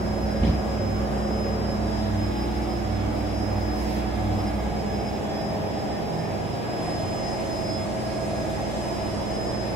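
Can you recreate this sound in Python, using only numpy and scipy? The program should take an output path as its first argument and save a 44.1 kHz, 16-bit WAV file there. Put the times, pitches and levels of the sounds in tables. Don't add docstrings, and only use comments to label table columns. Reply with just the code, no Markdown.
import sys
import numpy as np
from scipy import signal
from scipy.fft import rfft, irfft
from scipy.io import wavfile
from scipy.ndimage import map_coordinates

SR = 44100
rng = np.random.default_rng(int(sys.argv[2]) if len(sys.argv) > 2 else 0)


def store_wav(level_fs):
    pcm = np.round(np.clip(np.atleast_2d(level_fs), -1, 1) * 32767)
    wavfile.write(sys.argv[1], SR, pcm.T.astype(np.int16))


def volts(x):
    e = np.asarray(x, float) / 20
    return 10 ** e


N = 429975

DRUM_HZ, MOTOR_HZ = 20.168, 211.655
# time in seconds, level in dB of the panel singing on the 32nd
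PANEL = [(0, -51, -42, -57), (1.4, -55, -53, -45), (1.8, -58, -43.5, -47), (2.2, -59, -41, -50),
         (2.7, -57, -58, -56), (3.4, -44, -65, -53), (4.2, -46, -55, -45), (4.6, -47, -51, -37),
         (5, -45, -57, -40), (5.4, -38, -46, -44), (5.8, -42, -55, -45), (6.4, -50, -42, -52),
         (7, -41.5, -45, -61), (7.8, -38, -42.5, -45), (8.3, -38.5, -38.5, -44), (9, -42, -45.5, -43.5),
         (9.4, -42.5, -55, -39), (9.75, -40, -56, -43)]
# start in seconds, peak in dB, ring in Hz.
KNOCKS = [(0.345, -20.5, 563), (0.793, -24, 600), (2.265, -27, 650), (3.606, -27, 554), (4.17, -23, 736),
          (4.716, -24, 705), (5.111, -25, 743), (6.529, -26, 743), (6.875, -21, 713), (6.998, -19, 642),
          (7.838, -19, 644), (8.332, -17, 650), (8.433, -20, 637), (8.53, -23, 635), (8.628, -19, 640),
          (8.729, -25, 606), (9.129, -21, 651)]


def in_time(rows):
    s, *columns = np.transpose(rows)
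    return [np.interp(np.arange(N) / SR, s, c) for c in columns]


def by_place(at_first, at_second, at_back):
    # time in seconds, share at the first door (0-1), share at the second door (0-1).
    place = [
        (0, 1, 0),
        (1.75, 1, 0),
        (2.0, 0, 1),
        (4.4, 0, 1),
        (4.85, 0, 0),
        (9.75, 0, 0),
    ]
    first, second = in_time(place)
    return first * at_first + second * at_second + (1 - first - second) * at_back


def in_gap():
    return np.interp(np.arange(N) / SR, (1.7, 1.95, 2.35, 2.6), [0, 1, 1, 0])


def drift(rate):
    r = np.exp(-200 * np.pi * rate / SR)
    slow = signal.lfilter([1], [1, -2 * r, r * r], rng.standard_normal(N // 100 + 2002))[2000:]
    return np.interp(np.arange(N) / 100, np.arange(len(slow)), slow / slow.std())


def band_pass(x, low_hz, high_hz):
    return signal.sosfilt(signal.butter(2, [low_hz, high_hz], "band", fs=SR, output="sos"), x)


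def tone(hz, level_db, across_db, wobble, fade_db, start=None):
    start = rng.random() if start is None else start
    turn = 2 * np.pi * (hz * np.arange(N) / SR + start) + wobble * drift(3.4)
    gap = np.pi + min(hz / 330, 3) * rng.normal() + (.6 + hz / 1500) * drift(.6)
    common = volts(level_db + fade_db * drift(4.2)) * np.sin(turn)
    across = volts(across_db + fade_db * drift(1.7)) * np.sin(turn + gap)
    return np.sqrt(2) * np.array([common + across, common - across])


def partials(table, base_hz, wobble, fade_db):
    far = np.interp(np.arange(N) / SR, (6.6, 7.0), [0, 1])
    gap_db = -4.5 * in_gap()
    out = np.zeros((2, N))
    for multiple, first, second, back, far_back, across in table:
        hz = multiple * base_hz
        level_db = by_place(first, second, back + far * (far_back - back))
        if 400 < hz < 800:
            level_db = level_db + gap_db
        out += tone(hz, level_db, across, wobble * max(1, hz / 600), fade_db)
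    return out


def drum():
    # multiple of the drum turn, level in dB at first door,
    # second door, first step back, far back, and in dB across the ports.
    drum_lines = [(1, -69, -68, -65, -64, -86), (2, -52, -49, -54, -53, -66), (4, -58, -59, -54, -61, -66),
                  (6, -49, -43, -42, -42, -49), (7, -44, -52, -49, -50, -52), (8, -48, -57, -44, -46, -55),
                  (9, -44, -43, -50, -56, -52), (11, -51, -45, -62, -51, -52), (12, -46, -58, -49, -52, -53),
                  (13, -51, -52, -54, -54, -59), (14, -63, -48, -60, -56, -65),
                  (15, -48, -38, -53, -47, -48), (16, -52, -53, -52, -50, -58), (17, -45, -42, -49, -45, -53),
             (18, -44, -55, -58, -48, -50), (19, -52, -55, -49, -49, -58), (20, -55, -69, -48, -57, -63),
             (21, -55, -53, -47, -53, -54), (22, -49, -63, -55, -52, -53), (23, -58, -54, -56, -65, -62),
             (24, -70, -70, -54, -67, -61), (25, -70, -57, -55, -60, -62),
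                  (26, -55, -51, -69, -68, -57), (27, -46, -55, -49, -45.5, -56), (28, -67, -66, -70, -70, -63),
            (29, -48, -52, -64, -61, -52), (30, -52, -48, -48, -50, -50), (31, -52, -57, -55, -59, -61),
            (33, -59, -68, -52, -65, -59), (34, -54, -54, -51, -51, -55), (35, -51, -58, -49, -51, -49),
            (36, -66, -56, -55, -63, -51), (37, -49, -47, -52, -57, -49), (38, -52, -69, -64, -59, -58),
            (39, -53, -56, -48, -57, -54), (40, -57, -58, -69, -61, -64), (41, -71, -63, -64, -63, -65)]
    return partials(drum_lines, DRUM_HZ, wobble=0.12, fade_db=1.9)


def motor_turn():
    # multiple of the motor turn, level in dB at first door, second door, first step back, far back,
    # and in dB across the ports.
    motor = [(4, -61, -58, -72, -58, -56), (8, -63, -63, -66, -68, -64), (10, -68, -69, -73, -66, -66),
             (16, -75, -71, -73, -73, -66)]
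    return partials(motor, MOTOR_HZ, wobble=0.22, fade_db=5.0)


def belt_and_bearings():
    # frequency in Hz, level in dB at first door, second door, first step back, far back,
    # and in dB across the ports.
    lines = [(66.9, -45, -49, -51, -52, -62), (162.7, -55, -63, -48, -53, -58),
             (171.3, -53, -58, -54, -55, -63), (191.6, -49, -49, -54, -51, -58),
             (203.8, -52, -62, -56, -58, -68), (291.3, -52, -53, -54, -49, -56),
             (327.8, -67, -57, -52, -49, -61), (553.6, -46, -56, -51, -54, -55),
             (713.8, -67, -57, -55, -61, -54), (740.5, -59, -57, -52, -56, -59),
             (757.4, -67, -58, -67, -60, -58), (772.0, -69, -54, -53, -56, -59),
             (830.4, -70, -63, -48, -53, -51), (845.0, -64, -52, -57, -61, -54),
             (1648.9, -65, -66, -66, -67, -62), (1878.9, -67, -73, -74, -67, -66)]
    return partials(lines, 1, wobble=0.26, fade_db=3.0)


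def turn_pattern(level_db, low_hz, high_hz):
    length = 2048
    sparse = volts(5 * rng.exponential(1, length // 2 + 1).clip(0, 3))
    patterns = irfft(rfft(rng.standard_normal((2, 31, length))) * sparse)
    turn = (DRUM_HZ * np.arange(N) / SR % 1) * length
    slowly = np.linspace(0, 30, N)
    heard = np.array([map_coordinates(p, [slowly, turn], order=1, mode="grid-wrap") for p in patterns])
    heard = band_pass(heard, low_hz, high_hz)
    return volts(level_db) * heard / heard.std()


def boom():
    # time in seconds, level in dB.
    level = [(0, -33), (1.9, -33.5), (2.3, -32.5), (4.68, -31.5), (4.78, -39), (4.95, -38), (5.3, -46),
             (5.8, -59), (6.6, -57), (8.07, -43), (9.75, -39)]
    level_db = in_time(level)[0]
    return tone(3 * DRUM_HZ, level_db, level_db - 14, wobble=.05, fade_db=-1.0)


def pump_throb():
    # level in dB at first door, at second door, standing back.
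    levels_db = [
        (-40, -36.5, -52),
        (-40.5, -40, -45.5),
        (-48, -47, -46.5),
        (-41, -39, -52.5),
    ]
    t = np.arange(N) / SR
    slip = 1.452 * (t - 0.16)
    above = .845 * (t - 0.87)
    turns = 99.963 * t + np.array([0 * slip, -slip, -2 * slip, above])
    hum = np.zeros(N)
    for levels, turn in zip(levels_db, turns):
        gain = volts(by_place(*levels) + .6 * drift(1.7))
        hum += gain * np.sin(2 * np.pi * turn + .1 * drift(2.2))
    return np.sqrt(2) * hum * (1 + volts(-14.5) * np.array([[-1], [1]]))


def motor_hum():
    # time in seconds, level in dB.
    hum = [(0, -33.5), (1.4, -32.5), (2.2, -32), (2.6, -37.5), (3.4, -36.5), (3.8, -34.5), (4.6, -36),
           (5.8, -39), (6.3, -43), (8, -40.5), (9.75, -45)]
    tenth_hz, tenth_db = 10 * DRUM_HZ, in_time(PANEL)[2]
    crest_s = .054
    out = tone(MOTOR_HZ, in_time(hum)[0], -41.0, wobble=0.1, fade_db=0.6, start=0)
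    start = (MOTOR_HZ - tenth_hz) * crest_s
    return out + tone(tenth_hz, tenth_db, -58, wobble=.08, fade_db=.6, start=start)


def singing_panel():
    panel_db, bearing_db, _ = in_time(PANEL)
    panel_hz = 32 * DRUM_HZ
    above_hz, crest_s = 8.62, .073
    out = tone(panel_hz, panel_db, -45, wobble=.1, fade_db=.6, start=0)
    out += tone(panel_hz + above_hz, bearing_db - 1.5, -52, wobble=.1, fade_db=.6, start=-above_hz * crest_s)
    out += tone(32.497 * DRUM_HZ, bearing_db - 7, -56, wobble=.1, fade_db=1, start=-.34)
    motor_db = panel_db - 10 + by_place(9, 1, -1)
    return out + tone(3 * MOTOR_HZ, motor_db, -55, wobble=.1, fade_db=1.5, start=0)


def crests():
    # middle in seconds, length in seconds, peak in dB.
    swells = [(.28, 1, -54), (0.873, 0.51, -53), (1.25, .25, -52), (1.43, 0.3, -44), (1.72, 0.17, -48.5),
              (1.862, .12, -57), (1.976, 0.11, -49), (2.1, 0.11, -55), (2.25, 0.19, -45.5),
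              (2.4, 0.18, -46), (2.56, 0.18, -51), (2.726, 0.22, -49), (2.96, 0.21, -52.5),
              (3.17, 0.24, -61), (3.33, 0.43, -54.5), (3.616, 0.52, -53.5), (3.93, .3, -63),
              (4.21, .26, -58), (4.394, 0.079, -46), (4.474, 0.077, -46.5), (4.603, 0.17, -53.5),
              (4.79, 0.22, -66), (4.97, 0.2, -47.5), (5.085, 0.076, -45), (5.158, .075, -51),
              (5.434, 0.26, -50), (5.75, 0.19, -53.5), (5.95, .3, -63), (6.208, 0.24, -52),
              (6.48, 0.3, -61), (6.93, 0.55, -49.5), (7.267, 0.47, -44), (7.546, 0.15, -42.5),
              (7.725, 0.3, -39), (8.176, 0.3, -49.5), (8.388, 0.15, -49), (8.57, 0.36, -54.5),
              (8.89, .25, -51), (9.062, 0.24, -46.5), (9.3, 0.31, -49.5), (9.5, 0.34, -44.5),
              (9.7, .22, -47.5)]
    t = np.arange(N) / SR
    gain = volts(-64.5) * np.ones(N)
    for middle, length, db in swells:
        gain += volts(db) * np.cos(np.pi * np.clip((t - middle) / length, -.5, .5)).clip(0) ** 0.96
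    return 20 * np.log10(gain)


def beads():
    # start in seconds, end in seconds, beads per second, a crest in seconds, depth (0-1).
    runs = [
        (-.2, .85, 20.8, .465, .6),
        (-.2, 1.2, 13.5, .97, .45),
        (3.4, 4.1, 19.5, 3.575, .7),
    ]
    t = np.arange(N) / SR
    swing = 1
    for start, end, rate, crest, depth in runs:
        present = np.interp(t, [start, start + .1, end - .1, end], [0, 1, 1, 0])
        swing = swing + depth * present * np.exp(2j * np.pi * rate * (t - crest))
    return 20 * np.log10(np.abs(swing) + .03)


def whine():
    slots_hz, level_db = 24 * MOTOR_HZ, crests()
    out = tone(slots_hz, level_db + beads(), -51 + 2.4 * drift(3.7), wobble=0.55, fade_db=1.13)
    side_lines = ((-DRUM_HZ, -65), (DRUM_HZ - 5, -64), (2 * DRUM_HZ, -72), (100, -73), (-100, -74))   # Hz, dB
    for offset_hz, side_db in side_lines:
        line_db = side_db + .35 * (level_db + 61.5) + by_place(-2, -1.5, -0.45)
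        out += tone(slots_hz + offset_hz, line_db, side_db - 1.5, wobble=1.0, fade_db=3.5)
    return out


def whistles():
    # start in seconds, end in
    # seconds, frequency in Hz, width in Hz, level in dB.
    whistle_rows = [(0, 1, 1650, 14, -55), (1.6, 2.6, 1650, 14, -60), (2.5, 3.2, 2250, 60, -59),
                    (7.8, 9.2, 2520, 30, -61), (1, 1.5, 1810, 20, -59), (4.4, 5.5, 1650, 22, -58),
                    (4.5, 5.2, 1697, 12, -58), (5.2, 6.45, 1813, 8, -56), (6.8, 7.4, 1890, 25, -57),
                    (8, 8.55, 1650, 6, -55), (8.25, 9.05, 1696, 10, -59), (4.4, 5.2, 2250, 60, -57),
                    (7.55, 7.9, 3387, 6, -61), (3.8, 4.4, 3387, 5, -60.5), (6.15, 7.3, 3387, 5, -63),
                    (4.6, 5.4, 2500, 25, -62), (6.2, 7, 2490, 15, -62), (8.62, 9.3, 3387, 5, -62),
                    (4.1, 4.7, 2130, 20, -59), (7, 7.5, 2900, 15, -62), (8.5, 9.7, 2960, 25, -63),
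                    (6.05, 7.2, 1650, 6, -59), (9.2, 9.75, 1800, 40, -56), (2.5, 4.7, 745, 20, -47),
                    (4.3, 5.5, 800, 120, -45), (0, 1.7, 550, 14, -47), (1.2, 2, 440, 16, -48),
                    (1.5, 1.9, 705, 16, -44), (4.4, 4.9, 840, 16, -48), (5.4, 6, 295, 25, -43),
                    (8.7, 9.1, 680, 80, -41), (5.9, 6.7, 162, 10, -43), (4.5, 5.1, 440, 12, -44),
                    (6.5, 7.2, 700, 40, -44),
                    (5.08, 5.45, 3387, 5, -60.5), (5.75, 6, 3387, 5, -63), (9.42, 9.75, 3387, 5, -63),
              (6.5, 8, 301, 4, -43), (6.5, 7.1, 363, 5, -45), (6.5, 7.4, 706, 14, -46),
              (8.5, 9, 706, 5, -46), (4, 5.2, 706, 5, -47), (3.6, 4.6, 746, 5, -45), (0, .55, 553, 6, -45),
              (6.5, 7, 464, 5, -48), (6.6, 8, 787, 5, -51), (2, 2.5, 830, 5, -51), (1.9, 3.4, 342, 5, -45),
              (9.3, 9.75, 600, 30, -45), (5.05, 5.6, 291, 12, -47), (2.2, 3.3, 845, 5, -52),
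              (8.08, 8.3, 3387, 5, -64), (9.3, 9.6, 700, 30, -46)]
    out = np.zeros((2, N))
    for start, end, hz, width, level_db in whistle_rows:
        span = slice(round(start * SR), round(end * SR))
        peak = signal.iirpeak(hz, hz / width, SR)
        narrow = signal.lfilter(*peak, rng.standard_normal((2, N // 4)))
        narrow = signal.lfilter(*peak, narrow)[:, :span.stop - span.start]
        if width < 7:
            narrow = narrow / (np.abs(signal.hilbert(narrow)) + .3 * narrow.std())
        narrow = narrow[0] + 0.061 * narrow[1] * [[1], [-1]]
        swell = signal.windows.tukey(narrow.shape[1], .3)
        out[:, span] += volts(level_db) * narrow / narrow.std() * swell
    return out


def roar_levels():
    # level in dB at first door, at second door, standing back.
    layers_db = [
        (0.5, -2, -2),
        (-0.5, -1.5, -1.2),
        (3, 1.5, -0.5),
        (0.2, 1.5, 1.5),
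        (-0.5, 0, -0.5),
        (-2.5, -1.5, -2.5),
    ]
    puff_db = (-0.5, 0, -2, 1.5, 3, 4.5)
    brighter_db = (-2, 1.25, 1, 0.9, 3.5, 2)
    t = np.arange(N) / SR
    puff = np.interp(t - 3.75, [0, .05, .21, .29], [0, 1, 1, 0])
    brighter = np.interp(t - 6.79, [-.04, .04], [0, 1])
    return [by_place(*row) + puff * a + brighter * b for row, a, b in zip(layers_db, puff_db, brighter_db)]


def roar():
    # frequency in Hz, level in dB per Hz.
    mid_colour = [(30, -13), (50, -11), (75, 4.5), (130, -4), (260, -2), (330, -3), (760, -6), (1000, -13),
                  (1400, -21.5), (2200, -23), (4700, -31.5), (7200, -32.5), (11000, -36.5), (15500, -41.5)]
    side_colour = [(30, -36), (70, -3), (204, -20), (260, -7), (732, -4), (1060, -12), (1700, -17),
                   (2600, -25), (4700, -29.5), (7200, -31.5), (9000, -29), (13000, -41), (15500, -33)]
    levels, out = roar_levels(), np.zeros((2, N))
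    edges = 25 * 2 ** np.arange(0, 9.6, 1 / 3)
    white = rng.standard_normal((2, 2, N))
    for k, (low, high) in enumerate(zip(edges, edges[1:])):
        band = band_pass(white[k % 2], low, high)
        hz = np.sqrt(low * high)
        colour = []
        for table in (mid_colour, side_colour):
            table_hz, table_db = np.transpose(table)
            colour.append(np.interp(np.log(hz), np.log(table_hz), table_db))
        layer = levels[np.searchsorted([400, 900, 1600, 4000, 9000], hz)]
        patches = volts(layer + .9 * drift(7) + .6 * drift(.8))
        out += band * volts(np.add(colour, [-15.5, -18.5]))[:, None] * patches
    return np.array([out[0] + out[1], out[0] - out[1]]) * volts([[-.9], [.9]])


def hushed(x):
    t = np.arange(N) / SR
    dips = sum(np.interp(t - s, (-.013, -.006, .003, .012), [0, 1, 1, 0]) for s, db, hz in KNOCKS)
    panels = signal.sosfiltfilt(signal.butter(2, [450, 1100], "band", fs=SR, output="sos"), x)
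    return x - .6 * np.clip(dips, 0, 1) * panels


def knocks():
    rise_s, t60_s = .0015, .06
    out, t = np.zeros(N), np.arange(SR // 10) / SR
    for s, db, hz in KNOCKS:
        at = round(s * SR)
        ring = volts(db - 60 * t / t60_s) * np.sin(2 * np.pi * hz * t)
        out[at:at + len(t)] += (1 - np.exp(-t / rise_s)) * ring
    return out * volts([[-.8], [.8]])


def bump():
    # start in seconds, push in dB, push in Hz, direction (+-1), rattle in dB.
    contacts = [(.411, -17, 90, 1, -50), (.4195, -15, 90, -1, -47), (.4265, -18, 55, 1, -43),
                (.4333, -10.5, 220, -1, -34), (.435, -30, 300, -1, -37), (.4435, -18, 120, 1, -38),
                (.449, -11, 230, 1, -39), (.452, -17, 80, -1, -41), (.4585, -25, 90, 1, -42),
                (.4708, -14, 170, -1, -37), (.4785, -12, 190, 1, -36.5), (.487, -14, 90, -1, -45),
                (.4925, -23, 150, 1, -44), (.4965, -11, 140, 1, -44), (.5, -20, 55, -1, -45),
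                (.508, -25, 120, 1, -46), (.513, -19, 180, -1, -48), (.521, -20, 220, 1, -50),
                (.5335, -18, 240, 1, -46), (.537, -17, 130, -1, -48), (.546, -19, 150, 1, -48),
                (.551, -19, 250, -1, -50), (3.06, -38, 32, 1, -70), (3.42, -38, 35, -1, -70),
                (4.70, -32, 42, 1, -70)]
    # frequency in Hz, width in Hz, level in dB.
    case = [(1750, 500, -3), (2300, 400, 0), (3000, 350, 3), (4500, 1800, -14), (1100, 700, 0),
            (390, 110, 15)]
    out, shaken, t = np.zeros(N), np.zeros(N), np.arange(SR // 5) / SR
    for s, push_db, push_hz, way, rattle_db in contacts:
        tick_hz = max(3000 + 220 * (rattle_db + 34), 1800)
        at = round(s * SR)
        span = slice(at, at + len(t))
        out[span] += np.sign(way) * volts(push_db + 4 - 17 * t * push_hz) * np.sin(2 * np.pi * push_hz * t)
        shaken[span] += volts(rattle_db - 6 - 4900 * t) + volts(rattle_db - 10 - 420 * t)
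        out[span] += volts(rattle_db - 2200 * t) * np.sin(2 * np.pi * tick_hz * t)
    common, across = shaken * rng.standard_normal((2, N)) + 1e-18
    noise = common + volts(1.0) * across * [[1], [-1]]
    out = out * volts([[-1.2], [1.2]])
    for hz, width, level_db in case:
        out += volts(level_db) * signal.lfilter(*signal.iirpeak(hz, hz / width, SR), noise)
    return band_pass(out, 28, 5500)


def scene():
    lines = volts(0.5) * (drum() + motor_turn() + belt_and_bearings())
    lines += turn_pattern(-50, 850, 1300) + turn_pattern(-54, 1600, 2700)
    hums = boom() + pump_throb() + motor_hum() + singing_panel()
    room = hushed(lines + hums + whine() + whistles() + roar()) + knocks()
    lean_left_db = by_place(0.53, 0.1, 0.18)
    return room * volts(lean_left_db * np.array([[1], [-1]])) + bump()


def silence_bands(x, bands):
    hz, s, frames = signal.stft(x, SR, nperseg=2048)
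    keep = np.ones(frames.shape)
    slices = np.kron(rng.random((len(hz) // 8 + 1, len(s) // 2 + 1)), np.ones((8, 2)))
    slices = slices[:len(hz), :len(s)]
    for low, high, start, end, share in bands:
        whole = np.repeat(rng.random(len(s)), 2)[:len(s)]
        chance = .4 * whole + .6 * slices
        inside = np.outer((hz >= low) & (hz < high), (s >= start) & (s <= end + .03))
        keep[(chance < share) & inside] = 0
    return signal.istft(frames * keep, SR, nperseg=2048)[1][:N]


def low_pass(x):
    return signal.sosfilt(signal.butter(12, 16740, fs=SR, output="sos"), x)


def record(dry):
    # low edge in Hz, high edge in Hz, start in
    # seconds, end in seconds, share of frames (0-1).
    empty_mid = [(8270, 8600, 0, 6.78, .8), (8600, 9640, 0, 6.78, 1), (11900, 12400, 6.8, 9.75, .3),
                 (12400, 13780, 0, 9.75, 1), (13780, 14300, 0, 9.75, .35), (13780, 15100, 6.8, 9.75, .45),
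                 (15100, 16000, 6.8, 9.75, .8), (15720, 22050, 0, 9.75, 1)]
    empty_side = [(6400, 6890, 0, 6.78, .12), (6890, 7580, 0, 6.78, .5), (10340, 11710, 0, 6.82, 1),
                  (10500, 11200, 6.8, 9.75, .55), (11200, 11710, 6.8, 9.75, 1),
                  (11710, 12400, 6.8, 9.75, .6), (12400, 14470, 6.8, 9.75, .15),
                  (13780, 14470, 0, 9.75, .25), (14470, 22050, 0, 9.75, 1)]
    mid = silence_bands((dry[0] + dry[1]) / 2, empty_mid)
    side = silence_bands((dry[0] - dry[1]) / 2, empty_side)
    return low_pass(np.array([mid + side, mid - side]))


dry = scene()
out = record(dry)
store_wav(out)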